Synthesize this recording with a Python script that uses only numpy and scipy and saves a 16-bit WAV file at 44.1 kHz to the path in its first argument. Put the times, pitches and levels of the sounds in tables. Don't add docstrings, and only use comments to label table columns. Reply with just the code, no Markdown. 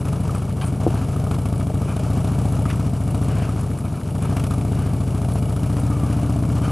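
import sys
import numpy as np
from scipy import signal
from scipy.io import wavfile
from scipy.ndimage import uniform_filter1d

SR = 44100
rng = np.random.default_rng(int(sys.argv[2]) if len(sys.argv) > 2 else 0)


def dump(signal):
    limited = np.clip(np.atleast_2d(signal).T, -1, 1)
    pcm = np.round(limited * 32767).astype(np.int16)
    wavfile.write(sys.argv[1], SR, pcm)


N = 295911
TIME = np.arange(N) / SR

# time in seconds, speed in rpm.
ENGINE_RPM = [(0.0, 1577.0), (0.47, 1686.0), (0.67, 1463.0), (0.91, 1752.0), (1.14, 1560.0), (1.49, 1721.0),
              (1.87, 1579.0), (2.02, 1786.0), (2.19, 1639.0), (2.39, 1755.0), (2.86, 1754.0),
              (3.01, 1657.0), (3.15, 1754.0), (3.71, 1698.0), (3.85, 1568.0), (4.67, 1733.0),
              (4.81, 1667.0), (5.47, 1739.0), (6.71, 1908.0)]


def effort(surge_lead_s=0.048, db_per_rpm=-0.0205):
    # time in seconds, throttle in dB.
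    throttle = [(0, -3.5), (.36, 0.4), (.56, -5), (.66, -4), (.78, -2), (.92, 4), (1.08, -3.5), (1.3, 0.6),
                (1.8, -1.5), (2.4, 2), (2.68, 1.3), (2.95, -2.5), (3.15, 1), (3.6, -1.5), (3.78, -5),
                (4.03, -6), (4.21, -0.5), (4.47, 0.75), (5.0, -0.4), (6.12, 0.76), (6.71, -1)]
    rpm = curve(ENGINE_RPM)
    surge_rpm = np.interp(TIME + surge_lead_s, TIME, rpm) - uniform_filter1d(rpm, SR // 2)
    return curve(throttle) + db_per_rpm * surge_rpm


def strokes(lag_cycles, spread_db, jitter_s, first_firing_cycles=.64):
    cycles = np.cumsum(curve(ENGINE_RPM)) / (120 * SR) - first_firing_cycles - lag_cycles
    whole = np.arange(np.ceil(cycles[0]), cycles[-1])
    late, strength = rng.standard_normal((128, 2))[:len(whole)].T
    onsets = np.searchsorted(cycles, whole) + (late * jitter_s * SR).astype(int)
    out = np.zeros(N)
    out[np.clip(onsets, 0, N - 1)] = amp(spread_db * strength)
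    return out


def exhaust(front, rear, load_db):
    edge = amp(load_db) * crack_and_bark(front, rear)
    pulses = thump(front, rear) + edge + silencer_ring(front, rear)
    return amp(-20.5 + 0.71 * load_db) * pulses + rush(front, rear, load_db)


def thump(front, rear, muffler_hz=560):
    # frequency in Hz, width in Hz, gain in dB.
    front_waves = [(83, 33.9, 9.5), (117.8, 26.1, 8.5), (140.2, 24.7, 10.5), (152.3, 65, 7),
                   (268.1, 21, -2)]
    rear_waves = [(75.8, 26, 5.5), (131.53, 24.75, 17.5), (142.1, 35, 16), (159.2, 20.9, 11.5),
                  (215.6, 46.5, -7.5)]
    waves = pipe(front, front_waves) + pipe(rear, rear_waves)
    outlet = signal.lfilter(*signal.butter(2, 50, "high", fs=SR), waves)
    outlet = outlet - .5 * resonate(outlet, 41, 3.7)
    return unit(lowpass(outlet, muffler_hz))


def pipe(impulses, waves):
    return sum((-1) ** k * amp(db) * resonate(impulses, hz, width_hz)
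               for k, (hz, width_hz, db) in enumerate(waves))


def crack_and_bark(front, rear):
    # frequency in Hz, gain in dB.
    crack_spectrum = [(150, -14), (380, -1), (700, 0), (950, -8), (1300, -17), (2500, -45)]
    bark_spectrum = [(35, -34), (100, -11), (200, 6), (282, 14), (345, -6), (450, -4), (1200, -50),
                     (3000, -74)]
    opening = .65 * delayed(front, .0017) + .4 * delayed(rear, .0022)
    leaving = -delayed(front, .0054) - .55 * delayed(rear, .009)
    crack = unit(colour(uneven(opening + leaving, spread_db=1.0), crack_spectrum))
    bark = unit(colour(leaving, bark_spectrum))
    return amp(-20) * crack + amp(-17) * bark


def silencer_ring(front, rear, full_drone_rpm=1791, db_per_rpm=0.2):
    # frequency in Hz, width in Hz, gain in dB.
    overtone_waves = [(418.6, 22, 1), (460.8, 13.7, 1), (588, 18.5, -1), (651, 37, -3), (697.7, 11, 0),
                      (764, 20, -5), (887, 21, -8.5)]
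    drone_waves = [(230, 12.6, 2), (281.6, 27, 5), (460, 12, -23)]
    overtones = amp(-19.8) * standing(front + 1.38 * rear, overtone_waves)
    drone_db = -10 + db_per_rpm * np.minimum(curve(ENGINE_RPM) - full_drone_rpm, 0)
    return overtones + amp(drone_db) * standing(front, drone_waves)


def rush(front, rear, load_db, db_per_rpm=-0.01):
    # frequency in Hz, gain in dB.
    spectrum = [(120, -33), (270, 9), (330, 2.5), (450, 5), (530, -11.5), (610, 7.5), (730, 1), (830, 1.5),
                (1000, -11), (1250, -6), (1480, -22), (2000, -22.5), (4000, -26), (9000, -46)]
    front_blast = puffs(uneven(front, spread_db=1.2), rise_s=.001, fall_s=.007, delay_s=.003)
    rear_blast = puffs(uneven(rear, spread_db=1.2), rise_s=.0015, fall_s=.011, delay_s=.004)
    flow = .1 + front_blast + .65 * rear_blast
    gas = unit(colour(flow * gritty(spread_db=1.5), spectrum))
    smooth_rpm = uniform_filter1d(curve(ENGINE_RPM), SR)
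    lugging_db = db_per_rpm * (smooth_rpm - smooth_rpm.mean())
    return amp(-41.5 + 1.05 * load_db + lugging_db) * gas


def chatter(front, rear, load_db):
    # frequency in Hz, width in Hz, gain in dB.
    fin_modes = [(2220, 82, 2.5), (2880, 91, 10), (3050, 46, -9), (5100, 78, -6), (7030, 190, -4),
                 (9870, 190, -2.5)]
    # frequency in Hz, gain in dB.
    spectrum = [(700, 6.5), (1400, 2), (2000, -5.5), (2300, 14), (2600, 1), (2900, 2), (3500, 7.5),
                (6500, 3.5), (8000, 8.5), (9700, 10), (11000, 6), (12400, 4), (13600, -30), (15000, -35)]
    shake = puffs(front, rise_s=.0013, fall_s=.008, delay_s=.0045)
    shake += .88 * puffs(rear, rise_s=.0012, fall_s=.0075, delay_s=.0055)
    rasp = shake * gritty(spread_db=1.5) + .35 * gritty(spread_db=0.2)
    fins = sum(amp(db) * resonate(rasp, hz, width_hz) for hz, width_hz, db in fin_modes)
    return amp(-48 + 0.64 * load_db) * unit(colour(rasp + fins, spectrum))


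def shield(front, rear, load_db):
    # frequency in Hz, width in Hz, gain in dB.
    shield_modes = [(1161, 31, 26), (1268, 8.3, 23.5)]
    shake = puffs(front, rise_s=0.00096, fall_s=0.013, delay_s=0.003)
    shake += 0.13 * puffs(rear, rise_s=0.00084, fall_s=0.0054, delay_s=0.0023)
    contact = shake * gritty(spread_db=4)
    ring = sum(amp(db) * resonate(contact, hz, width_hz) for hz, width_hz, db in shield_modes)
    return amp(-52 + 0.81 * load_db) * unit(ring)


def pings(front, rear, load_db, rear_db=-3):
    # start in seconds, length in seconds, boost in dB.
    bouts = [(.03, .11, 18), (.33, .04, 14), (1.15, .025, 9), (1.29, .03, 15.5), (1.33, .03, 15),
             (1.37, .03, 8), (1.44, .03, 17.5), (1.95, .06, 21), (2.23, 0.078, 11), (4.2, .04, 8),
             (3.06, .1, 10), (4.355, .03, 16), (4.39, .065, 17.5), (4.46, .09, 17), (4.635, .03, 12),
             (5.2, .62, 10), (6.11, .04, 13)]
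    spectrum_hz_db = [(300, -14.0), (800, 6.5), (1300, 18.0), (1900, -7.0), (2400, 8.5), (3600, -0.5),
                      (7000, -4.0), (11000, 3.5), (13500, -23)]
    firings = (front + amp(rear_db) * rear) * amp(spells(bouts)) * amp(-50 + 2.6 * load_db)
    cracks = puffs(firings, rise_s=.0009, fall_s=.007, delay_s=.003)
    return colour(cracks * gritty(spread_db=2), spectrum_hz_db)


def valves():
    # lag after the front firing in cycles, gain in dB, ring in Hz, width in Hz.
    seatings = [(.255, -45.5, 1250, 130), (.335, -49.5, 1210, 180), (.715, -60, 1820, 800),
                (.5, -60, 2860, 110), (.84, -66, 4900, 1400)]
    spectrum_hz_db = [(500, -21.5), (1800, -4.0), (11000, -10), (13500, -13)]
    out = np.zeros(N)
    for lag_cycles, db, hz, width_hz in seatings:
        clicks = strokes(lag_cycles, spread_db=2.5, jitter_s=.0005)
        out += amp(db) * unit(resonate(clicks, hz, width_hz))
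    return colour(out, spectrum_hz_db)


def tyres(stones_per_s=600, rumble_db=-32):
    # time in seconds, crunch level in dB.
    stoniness = [(0, -41.5), (.8, -41.5), (1.0, -38.5), (1.22, -42.5), (1.75, -44), (2.05, -39.5),
                 (2.6, -41), (2.82, -38), (3.05, -45), (3.38, -38), (3.7, -43.5), (4.1, -42), (4.3, -39.5),
                 (4.6, -42), (4.82, -41.5), (5.05, -43), (6.0, -41), (6.45, -40.5), (6.71, -37)]
    # frequency in Hz, gain in dB.
    crunch_spectrum = [(200, 8), (600, 15), (1300, 13), (2000, -3.5), (2400, 2), (3000, 0.5), (3700, -7.5),
                       (6000, -3.5), (10500, -12), (13500, -32)]
    rumble_spectrum = [(15, -5), (42, -1), (90, 7), (160, 17), (300, 9.5), (700, -5.5), (2000, -36.5)]
    breaks = puffs(random_hits(stones_per_s, weakest=.25), rise_s=.0002, fall_s=0.007)
    crunch = unit(colour(breaks * rng.standard_normal(N), crunch_spectrum))
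    rumble = unit(colour(rng.standard_normal(N), rumble_spectrum))
    return amp(curve(stoniness)) * crunch + amp(rumble_db) * rumble


def scrapes(peak_share=0.47):
    # start in seconds, length in seconds, level in dB.
    slides = [(.86, .23, -46), (1.868, 0.092, -46), (3.267, 0.14, -41.5), (3.39, 0.1, -38.5),
              (4.21, .14, -44.5), (4.7, 0.26, -44), (5.95, 0.33, -47)]
    # frequency in Hz, gain in dB.
    spectrum = [(500, -5.5), (1100, 4.5), (1550, 7), (1900, -3), (2300, -0.5), (3050, -1), (3500, -13),
                (4600, -11), (7000, -21), (13000, -34)]
    envelope = np.zeros(N)
    for start_s, length_s, db in slides:
        progress = np.linspace(0, 1, int(length_s * SR))
        add(envelope, start_s, amp(db) * np.sqrt(np.interp(progress, [0, peak_share, 1], [0, 1, 0])))
    return envelope * unit(colour(gritty(spread_db=2.5), spectrum))


def pebbles(per_s=12, level_db=-63):
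    spectrum_hz_db = [(600, -8), (1400, 3), (3000, 0), (5000, -7), (9000, -14), (13000, -36)]
    ticks = puffs(random_hits(per_s, weakest=.4), rise_s=.0005, fall_s=.006) * rng.standard_normal(N)
    return amp(level_db) * unit(colour(ticks, spectrum_hz_db))


def flying_stones():
    # start in seconds, gain in dB, ring in Hz.
    spits = [(.352, -38, 8300), (.369, -43, 9300), (.383, -43, 9800), (.632, -43, 9500), (.644, -42, 8700),
             (.649, -39, 10000), (.661, -36, 8950), (.671, -38, 9300), (.6825, -44, 8600),
             (1.579, -39, 9920), (2.521, -38, 11000), (2.758, -42, 8050), (3.107, -40, 10100),
             (3.147, -42, 8810), (3.236, -38, 10300), (3.283, -41, 8280), (3.609, -37.5, 10600),
             (3.716, -44, 10200), (3.787, -36, 10100), (4.223, -36, 9690), (5.335, -36, 10800),
             (5.564, -42, 10700), (5.798, -34.5, 9430), (6.127, -36.5, 10100)]
    clacks = [(.0862, -41, 2500), (.613, -30, 2850), (.6185, -41, 4400), (.640, -38, 4700),
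              (1.3105, -35, 3700), (1.3433, -31.5, 4300), (1.9939, -39, 2900), (2.6544, -34, 2300),
              (2.688, -40, 4400), (2.701, -27, 2450), (2.7105, -35, 2700), (4.368, -31, 2300),
              (4.3984, -37, 3200), (4.4388, -33, 2920), (4.6104, -38, 2300), (5.7683, -38, 3200)]
    # frequency in Hz, gain in dB.
    spit_spectrum = [(1500, -24), (4000, -18), (8000, 8), (11500, 4), (13800, -18)]
    clack_spectrum = [(400, -14), (1200, 13.5), (3200, 2), (6000, -4), (11000, -7), (13800, -24)]
    return (snaps(spits, spit_spectrum, rise_s=.00047, fall_s=0.0066, ring_db=9, width_hz=720)
            + snaps(clacks, clack_spectrum, rise_s=.0004, fall_s=.007, ring_db=0, width_hz=600))


def rattles(ring_db=7):
    # start in seconds, gain in dB, length in seconds, ring in Hz.
    showers = [(0.615, -31, 0.037, 1240), (1.875, -36, 0.081, 1350), (2.681, -38, 0.017, 2090),
               (2.695, -36, 0.022, 1500), (2.74, -43, 0.012, 1240), (3.834, -40.5, 0.063, 1310),
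               (3.929, -43, 0.1, 1270), (4.225, -42, 0.036, 1530), (4.25, -32, 0.017, 900),
               (6.625, -38.5, 0.12, 1530)]
    # frequency in Hz, gain in dB.
    spectrum = [(250, -19), (700, 10), (1280, 8.5), (1900, -12), (2400, 8.5), (2900, -8), (3700, -6.5),
                (6000, -19), (10500, -2), (13500, -30)]
    out, impacts = np.zeros(N), colour(gritty(spread_db=2.8), spectrum)
    for start_s, db, length_s, hz in showers:
        envelope = swell(length_s, rise_share=0.13)
        shower = excerpt(impacts, start_s, len(envelope))
        ring = resonate(shower, hz, width_hz=260 * np.sqrt(hz / 1300))
        add(out, start_s, amp(db) * unit(shower + amp(ring_db) * ring) * envelope)
    return out


def loose_parts():
    # start in seconds, gain in dB.
    clinks = [(.613, -35), (.634, -40), (6.624, -44), (6.648, -36), (6.681, -43)]
    slaps = [(.055, -34), (.128, -32), (.294, -25.5), (.350, -29), (1.161, -31), (1.266, -28), (2.655, -24),
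             (3.491, -26.5), (4.509, -28)]
    bumps = [(.834, -23), (1.161, -25), (1.195, -20), (1.270, -24), (1.699, -16), (1.773, -30),
             (1.962, -22), (1.995, -19), (2.274, -22), (2.316, -24), (2.415, -23), (2.453, -24),
             (2.623, -26), (4.438, -22), (4.470, -24)]
    # frequency in Hz, gain in dB, T60 in seconds.
    fitting_modes = [(1604, -3, 0.066), (2490, -18, 0.072), (2960, 1, 0.036), (3110, -3, 0.11),
                     (4500, -11, 0.14), (5400, -30, 0.045)]
    shield_modes = [(1238, 1, 0.042), (1280, -2.5, 0.019), (1470, -10, .02)]
    hollow_modes = [(616, 1, .035), (750, -6.5, 0.038), (452, 1, 0.029)]
    return (struck(clinks, fitting_modes, rise_s=.001)
            + struck(slaps, shield_modes, rise_s=0.00086)
            + struck(bumps, hollow_modes, rise_s=0.0022))


def fork_knock():
    # start in seconds, gain in dB.
    blows = [(0.8655, -7), (0.878, -17)]
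    # frequency in Hz, gain in dB, T60 in seconds.
    frame_modes = [(346, -2.5, 0.077), (450, 4.5, 0.019), (580, 3, 0.0093), (713, -13.5, 0.057),
                   (1010, -19, .018)]
    return -lowpass(struck(blows, frame_modes, rise_s=0.00086), 1300)


def squeals(waver_hz=38):
    # start in seconds, length in seconds, gain in dB, first and last pitch in Hz.
    rubs = [(5.87, 0.15, -37, 1240, 1178), (6.0, 0.17, -40, 1193, 1166), (6.612, 0.134, -37, 1254, 1208)]
    out = np.zeros(N)
    waver = lowpass(rng.standard_normal(N) + 1j * rng.standard_normal(N), waver_hz)
    for start_s, length_s, db, first_hz, last_hz in rubs:
        progress = np.linspace(0, 1, int(length_s * SR))
        turns = np.cumsum(first_hz + (last_hz - first_hz) * progress ** 0.72) / SR
        tone = (excerpt(waver, start_s, len(turns)) * np.exp(2j * np.pi * turns)).real
        add(out, start_s, amp(db) * unit(tone) * swell(length_s, rise_share=0.24))
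    return out


def pips(per_s=220, level_db=-59, pitches=48):
    t, out = np.arange(SR // 50) / SR, np.zeros(N)
    envelope = np.exp(-t / .0022) * (1 - np.exp(-t / .0005))
    for hz in rng.uniform(7600, 11400, pitches):
        hits = random_hits(per_s / pitches, weakest=.3)
        out += signal.oaconvolve(hits, np.sin(2 * np.pi * hz * t) * envelope)[:N]
    return amp(level_db) * unit(out)


def hiss(hz=10800, width_hz=900):
    # time in seconds, level in dB.
    levels = [(0, -54), (.3, -60), (.55, -63), (1.15, -56), (1.7, -63), (2.5, -54.5), (3.0, -62),
              (4.0, -58), (4.45, -55), (5.0, -59), (5.35, -53), (5.8, -57), (6.71, -57)]
    band = resonate(gritty(spread_db=3.5), hz, width_hz)
    return amp(curve(levels)) * unit(resonate(band, hz, width_hz))


def struck(blows, modes, rise_s):
    t, out = np.arange(SR // 5) / SR, np.zeros(N)
    ring = sum(amp(db - 60 * t / t60_s) * np.sin(2 * np.pi * hz * t) for hz, db, t60_s in modes)
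    ring *= 1 - np.exp(-t / rise_s)
    for start_s, db in blows:
        add(out, start_s, amp(db) * ring)
    return out


def snaps(hits, spectrum, rise_s, fall_s, ring_db, width_hz):
    t, out = np.arange(SR // 20) / SR, np.zeros(N)
    envelope = (1 - np.exp(-t / rise_s)) * np.exp(-t / fall_s)
    grit = colour(gritty(spread_db=2.0), spectrum)
    for start_s, db, hz in hits:
        snap = excerpt(grit, start_s, len(t))
        snap = unit(snap + amp(ring_db) * resonate(snap, hz, width_hz))
        add(out, start_s, amp(db) * snap * envelope)
    return out


def standing(impulses, waves):
    return unit(sum(amp(db) * resonate(resonate(impulses, hz, width_hz), hz, width_hz)
                    for hz, width_hz, db in waves))


def puffs(impulses, rise_s, fall_s, delay_s=0):
    t = np.maximum(np.arange(SR // 8) / SR - delay_s, 0)
    shape = (1 - np.exp(-(t / rise_s) ** 2)) * np.exp(-t / fall_s)
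    return signal.oaconvolve(impulses, shape / shape.max())[:N]


def swell(length_s, rise_share):
    progress = np.linspace(0, 1, int(length_s * SR))
    return np.minimum(progress / rise_share, 1) * np.sqrt(1 - progress)


def gritty(spread_db):
    noise = rng.standard_normal(N)
    grain_db = spread_db * np.repeat(rng.standard_normal(N // 24 + 1), 24)[:N]
    return unit(noise * amp(grain_db))


def random_hits(per_s, weakest):
    return (rng.random(N) < per_s / SR) * rng.uniform(weakest, 1, N)


def uneven(firings, spread_db):
    return firings * amp(spread_db * np.clip(rng.standard_normal(N), -2, 2))


def colour(x, spectrum, size=16384):
    hz, db = np.transpose(spectrum)
    bin_hz = abs(np.fft.fftfreq(size, 1 / SR)) + 1
    log_gain = np.log(amp(np.interp(np.log(bin_hz), np.log(hz), db)))
    ring = np.fft.ifft(np.exp(np.conj(signal.hilbert(log_gain)))).real[:size // 2]
    return signal.oaconvolve(x, ring)[:N]


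def resonate(x, hz, width_hz):
    return signal.lfilter(*signal.iirpeak(hz, hz / width_hz, fs=SR), x)


def lowpass(x, hz):
    return signal.lfilter(*signal.butter(2, hz, fs=SR), x)


def curve(rows):
    return np.interp(TIME, *np.transpose(rows))


def spells(rows):
    return sum(db * ((TIME > start_s) & (TIME < start_s + length_s)) for start_s, length_s, db in rows)


def excerpt(x, start_s, samples):
    return np.roll(x, -int(start_s * SR))[:samples]


def delayed(x, delay_s):
    out = np.zeros(N)
    add(out, delay_s, x)
    return out


def add(mix, start_s, sound):
    part = mix[max(round(start_s * SR), 0):][:len(sound)]
    part += sound[:len(part)]


def amp(db):
    return 10 ** (np.asarray(db) / 20)


def unit(x):
    return x / np.sqrt(np.mean(x ** 2) + 1e-20)


def scene():
    # start in seconds, length in seconds, gain in dB.
    stumbles = [(.63, .06, 1), (3.755, .035, -6), (3.8, .03, -3), (3.98, .04, -10), (4.17, .03, -1.5)]
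    load_db = effort()
    front = strokes(lag_cycles=0, spread_db=.6, jitter_s=.0001)
    rear = strokes(lag_cycles=.412, spread_db=.8, jitter_s=.00015)
    burn = amp(spells(stumbles))
    pipes = exhaust(front * burn, rear * burn, load_db)
    metal = chatter(front, rear, load_db) + shield(front, rear, load_db)
    metal += pings(front, rear, load_db) + valves()
    crackle = tyres() + scrapes() + pips() + pebbles() + flying_stones()
    mono = pipes + metal + hiss() + squeals() + crackle + rattles() + loose_parts() + fork_knock()
    side = .084 * signal.oaconvolve(mono, signal.firwin(61, 2000, fs=SR), "same") + .001 * mono
    return np.array([mono + side, mono - side])


def record(dry, cutoff_hz=15250):
    taps = signal.firwin(511, cutoff_hz, window=("kaiser", 9), fs=SR)
    return signal.oaconvolve(dry, taps[None], "same")


dry = scene()
out = record(dry)
dump(out)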